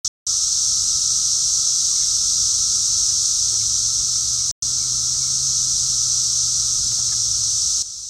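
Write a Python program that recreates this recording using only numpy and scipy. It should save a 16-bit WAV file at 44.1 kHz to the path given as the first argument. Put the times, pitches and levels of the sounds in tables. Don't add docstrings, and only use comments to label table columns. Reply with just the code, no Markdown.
import sys
import numpy as np
from scipy import signal
from scipy.io import wavfile
from scipy.ndimage import uniform_filter1d

SR = 44100
rng = np.random.default_rng(int(sys.argv[2]) if len(sys.argv) > 2 else 0)


def transcribe(u):
    v = np.clip(np.atleast_2d(u).T, -1, 1)
    q = np.round(v * 32767).astype(np.int16)
    wavfile.write(sys.argv[1], SR, q)


def magnitude_from_level(level_db):
    exponent = np.asarray(level_db, float) / 20
    return 10 ** exponent


N = 356989
T = np.arange(N) / SR


def evened(x):
    return x / np.sqrt(np.mean(x ** 2) + 1e-20)


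def curve(table, column):
    rows = np.array(table)
    return np.interp(T, rows[:, 0], rows[:, column])


def colour(x, spectrum):
    f, db = np.transpose(spectrum)
    hz = abs(np.fft.fftfreq(2 ** 14, 1 / SR))
    gain_db = np.interp(np.log(hz + 1), np.log(f + 1), np.maximum(db, -90))
    log_gain = gain_db * np.log(10) / 20
    response = np.exp(np.conj(signal.hilbert(log_gain)))
    taps = np.fft.ifft(response).real[:2 ** 13]
    return signal.oaconvolve(x, taps)[:len(x)]


def add(mix, start_s, sound):
    part = mix[round(start_s * SR):][:len(sound)]
    part += sound[:len(part)]


def ring(x, hz, width_hz):
    r = np.exp(-np.pi * width_hz / SR)
    return signal.lfilter([1, -r], [1, -2 * r * np.cos(2 * np.pi * hz / SR), r * r], x)


def glide(start_hz, end_hz, length_s):
    hz = np.linspace(start_hz, end_hz, round(length_s * SR))
    return np.cumsum(hz) / SR, np.hanning(len(hz)) ** .5


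def tymbals(count, low_hz, high_hz, jitter, spread_db, phrase_s):
    snaps_each = 4000
    rate, far, turn, pace = rng.random((count, 4)).T[:, :, None]
    rate_hz = low_hz + (high_hz - low_hz) * rate
    shake = np.clip(rng.standard_normal((count, snaps_each)), -2, 2)
    snap_s = np.cumsum((1 + jitter * shake) / rate_hz, axis=1) - turn / rate_hz
    own_phrase_s = phrase_s * (0.7075 + 0.609 * pace)
    phrase = np.clip(0.57 + np.sin(2 * np.pi * (snap_s / own_phrase_s + turn)), 0, 1)
    in_out = (-1.) ** np.arange(snaps_each)
    size = magnitude_from_level(-spread_db * far) * phrase * in_out
    at = (snap_s * SR).astype(int)
    keep = (at >= 0) & (at < N)
    return np.bincount(at[keep], size[keep], N)


def buzzers():
    # (time [s], level [dB])
    swell = [(.3, -19.5), (1, -19), (1.7, -18.5), (2.4, -18), (3, -18.5), (3.6, -19.4), (4.1, -20),
             (4.55, -20.4), (5.1, -20), (5.8, -19.5), (6.4, -19.5), (6.9, -19.5), (7.4, -20), (7.8, -19)]
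    # (frequency [Hz], density [dB per Hz])
    body = [(1500, -64), (2200, -46), (2800, -36), (3500, -20), (4200, -11), (4800, -10), (5500, -1.5),
            (6000, 0.5), (6500, -2.5), (7200, -9), (8200, -11), (9900, -29.5), (11800, -34.5),
            (13600, -43.5), (16000, -48.5)]
    shoulder_db = 1.15
    snaps = tymbals(count=420, low_hz=250, high_hz=450, jitter=.3, spread_db=10.5, phrase_s=2.532)
    hiss = evened(colour(snaps, body))
    top = signal.sosfilt(signal.butter(2, 7000, "high", fs=SR, output="sos"), hiss)
    return magnitude_from_level(curve(swell, 1)) * (hiss + (magnitude_from_level(shoulder_db) - 1) * top)


def droners():
    # (time [s], level [dB])
    swell = [(.3, -50), (4, -51), (6.8, -50.5), (7.8, -54)]
    # (frequency [Hz], density [dB per Hz])
    body = [(600, -42), (950, -20), (1050, -17.5), (1110, -8.5), (1220, -6.5), (1290, 0), (1322, 1),
            (1360, -3.5), (1430, -8), (1520, -16), (1900, -29.5), (2500, -46)]
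    snaps = tymbals(count=150, low_hz=120, high_hz=260, jitter=.35, spread_db=15.5, phrase_s=2.176)
    return magnitude_from_level(curve(swell, 1)) * evened(colour(snaps, body))


def traffic():
    # (frequency [Hz], density [dB per Hz])
    rumble_body = [(8.8, -51), (15, -13), (48, 0), (66, 1.5), (87, -3.5), (123, -3.5), (141, -8.5),
                   (160, -13), (231, -18.5), (300, -29.5), (390, -54), (660, -120)]
    # (frequency [Hz], density [dB per Hz])
    wash_body = [(150, 9.5), (300, 5), (500, 1), (1000, 0), (2000, -6), (3000, -7), (8000, -9),
                 (15500, -17)]
    # (time [s], level [dB])
    passing = [(.4, -54), (1.7, -54.5), (3.6, -53.5), (5.2, -52.5), (7, -52.5), (7.7, -53.5)]
    rumble_db, swell_db, swell_s = -44.5, 1.5, .15
    rumble = evened(colour(rng.standard_normal(N), rumble_body))
    wash = evened(colour(rng.standard_normal(N), [(40, -38)] + wash_body))
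    span = round(swell_s * SR)
    swell = evened(uniform_filter1d(uniform_filter1d(rng.standard_normal(N), span), span))
    return magnitude_from_level(rumble_db + swell_db * swell) * rumble + magnitude_from_level(curve(passing, 1)) * wash


def circuit_whine():
    # (frequency [Hz], level [dB])
    tones = [(15702.5, -80), (15726.5, -77.5)]
    return sum(np.sqrt(2) * magnitude_from_level(db) * np.sin(2 * np.pi * hz * T) for hz, db in tones)


def engine(course, orders, waver):
    drift = evened(uniform_filter1d(uniform_filter1d(rng.standard_normal(N), 3000), 3000))
    turns = np.cumsum(curve(course, 1) * (1 + waver * drift)) / SR
    tone = sum(magnitude_from_level(db) * np.sin(2 * np.pi * multiple * turns) for multiple, db in orders)
    start_s, stop_s = course[0][0], course[-1][0]
    fade_in = np.clip((T - start_s) / 0.192, 0, 1)
    fade_out = np.clip((stop_s + 0.16 - T) / 0.23, 0, 1)
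    return np.sqrt(2) * magnitude_from_level(curve(course, 2)) * fade_in * fade_out * tone


def far_engine():
    # (time [s], firing rate [Hz], level [dB])
    course = [(.5, 117.7, -45), (.9, 121.3, -56), (1.4, 132.2, -54), (2, 136.9, -55.5), (3, 140.4, -55.5),
              (3.5, 140.7, -60)]
    # (multiple of firing rate, level [dB])
    orders = [(.43, -5), (1, 0), (1.55, -11), (1.8, -12)]
    return engine(course, orders, waver=0.011)


def bird():
    # (time [s], peak [dB], start [Hz], fall [Hz], length [s])
    chips = [(1.903, -45, 1193, 79.9, .04), (1.955, -53, 2230, 140, .035), (1.985, -55, 1800, 80, .025),
             (2.009, -51, 2270, 270, .03), (2.015, -54, 1830, 200, .036), (3.603, -59, 2330, 130, .035),
             (3.613, -60, 2100, 50, .025), (3.971, -59, 2297, 130, .039), (4.291, -63, 2080, 50, .053),
             (4.38, -52.5, 2333, 180, .045), (4.786, -53, 2360, 220, .07), (5.205, -52, 2297, 120, .05),
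             (5.255, -56, 2230, 60, .03)]
    out = np.zeros(N)
    for start_s, db, hz, fall_hz, length_s in chips:
        turns, window = glide(hz, hz - fall_hz, length_s)
        add(out, start_s, magnitude_from_level(db) * window * np.sin(2 * np.pi * turns))
    return woods(out, t60_s=.18, wet_db=-5)


def woods(x, t60_s, wet_db):
    t = np.arange(SR // 2) / SR
    tail = rng.standard_normal(len(t)) * magnitude_from_level(-60 * t / t60_s) * (1 - np.exp(-t / 0.027))
    return x + magnitude_from_level(wet_db) * signal.oaconvolve(x, tail / np.linalg.norm(tail))[:N]


def near_engine():
    # (time [s], firing rate [Hz], level [dB])
    course = [(2.5, 100.1, -47.5), (3.36, 105.4, -57), (3.54, 107.2, -43.5), (4.4, 120.3, -46.5),
              (5.49, 133, -43), (6.25, 123.7, -45.5), (6.9, 119.6, -44.5), (7.42, 109.5, -42.5),
              (7.68, 102.5, -52)]
    # (multiple of firing rate, level [dB])
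    orders = [(.6, -8), (1, 1), (2, -23.5)]
    return engine(course, orders, waver=0.0071)


def steady_motor():
    # (time [s], rate [Hz], level [dB])
    course = [(2.5, 207, -56), (2.9, 214.8, -61.5), (4.1, 216.4, -61.5), (4.4, 216, -69)]
    # (multiple of rate, level [dB])
    orders = [(1, 1), (.87, -3), (1.38, -5.5)]
    # (time [s], rate [Hz], level [dB])
    geared_course = [(3.6, 249.7, -73), (4.3, 246.5, -60), (5.3, 246.7, -59.5), (6.2, 246, -63.5),
                     (6.8, 238.2, -61), (7.4, 228.4, -63)]
    # (multiple of rate, level [dB])
    geared_orders = [(1, 0), (1.2, -5.5), (.8, -6)]
    return engine(course, orders, waver=0.0103) + engine(geared_course, geared_orders, waver=0.0099)


def housing_ticks():
    # (time [s], peak [dB], ring [Hz], ring width [Hz])
    ticks = [(3.065, -36, 400, 700), (3.111, -33, 1300, 1200), (3.111, -39, 400, 500),
             (3.527, -34, 1200, 1000), (3.545, -34, 1100, 1000), (5.144, -34, 1500, 4000),
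             (5.572, -40, 450, 500), (6.9185, -22, 2300, 3000), (6.9285, -33, 380, 400),
             (6.9287, -25, 11000, 9000), (7.091, -29, 1900, 1800), (7.098, -33, 2300, 1000),
             (7.188, -36, 650, 500)]
    out = np.zeros(N)
    blow = np.r_[1., np.zeros(600)]
    for start_s, db, hz, width_hz in ticks:
        add(out, start_s, magnitude_from_level(db) * ring(blow, hz, width_hz))
    return out


def finger_rubs():
    # (time [s], level [dB], length [s], centre [Hz], width [Hz])
    rubs = [(3.08, -55, .05, 1650, 300), (3.527, -55, .06, 750, 501), (3.592, -52, .045, 2250, 500),
            (4.15, -57, .04, 2200, 700), (5.131, -50, .05, 900, 2000), (6.959, -58, .06, 1650, 399)]
    out = np.zeros(N)
    for start_s, db, length_s, hz, width_hz in rubs:
        grit = rng.standard_normal(round(length_s * SR))
        rub = ring(ring(grit, hz, width_hz), hz, width_hz)
        add(out, start_s, magnitude_from_level(db) * np.hanning(len(rub)) * evened(rub))
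    return out


def housing_creaks():
    # (time [s], level [dB], slip rate [Hz], length [s], shell mode [Hz])
    creaks = [
        (3.518, -49, 400, .04, 430),
        (6.976, -49, 385, .038, 750),
        (7.112, -42, 462, .031, 1480),
    ]
    slowing, damping = .17, .7
    out = np.zeros(N)
    for start_s, db, slip_hz, length_s, hz in creaks:
        turns, window = glide(slip_hz, slip_hz * (1 - slowing), length_s)
        width_hz = damping * hz
        slips = np.diff(np.floor(turns), prepend=0)
        pushes = uniform_filter1d(slips, size=13)
        creak = ring(ring(pushes, hz, width_hz), hz, width_hz)
        add(out, start_s, magnitude_from_level(db) * window * evened(creak))
    return out


def scene():
    mix = buzzers() + droners() + traffic() + circuit_whine()
    mix = mix + far_engine() + bird() + near_engine() + steady_motor()
    mix = mix + housing_ticks() + finger_rubs() + housing_creaks()
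    return np.array([mix, mix])


def band_limit(x):
    return signal.sosfilt(signal.butter(12, 16520, fs=SR, output="sos"), x)


def record(dry):
    # (time [s], peak [dB], width [samples])
    skips = [
        (.0583, -19, 3),
        (4.5062, -26, 11),
        (4.5122, -22, 3),
    ]
    # (start [s], stop [s], fade-in [s], fade-out [s])
    playing = [
        (.0458, .0794, .003, .0008),
        (.2662, 4.5129, .003, .0003),
        (4.6238, 9, .0003, .001),
    ]
    # (time [s], gain [dB])
    last_step = (7.8243, -12)
    clicks = np.zeros(N)
    for start_s, db, width in skips:
        add(clicks, start_s, magnitude_from_level(db) * np.hanning(width))
    on = np.zeros(N)
    for start_s, stop_s, rise_s, fall_s in playing:
        on += np.clip(np.minimum((T - start_s) / rise_s, (stop_s - T) / fall_s), 0, 1)
    step_s, step_db = last_step
    gain = np.where(T < step_s, 1, magnitude_from_level(step_db))
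    edge = signal.firwin(2401, 15752, window=("kaiser", 8), fs=SR)
    mix = signal.oaconvolve((dry + clicks) * on * gain, edge[None], "same")
    return band_limit(mix)


dry = scene()
out = record(dry)
transcribe(out)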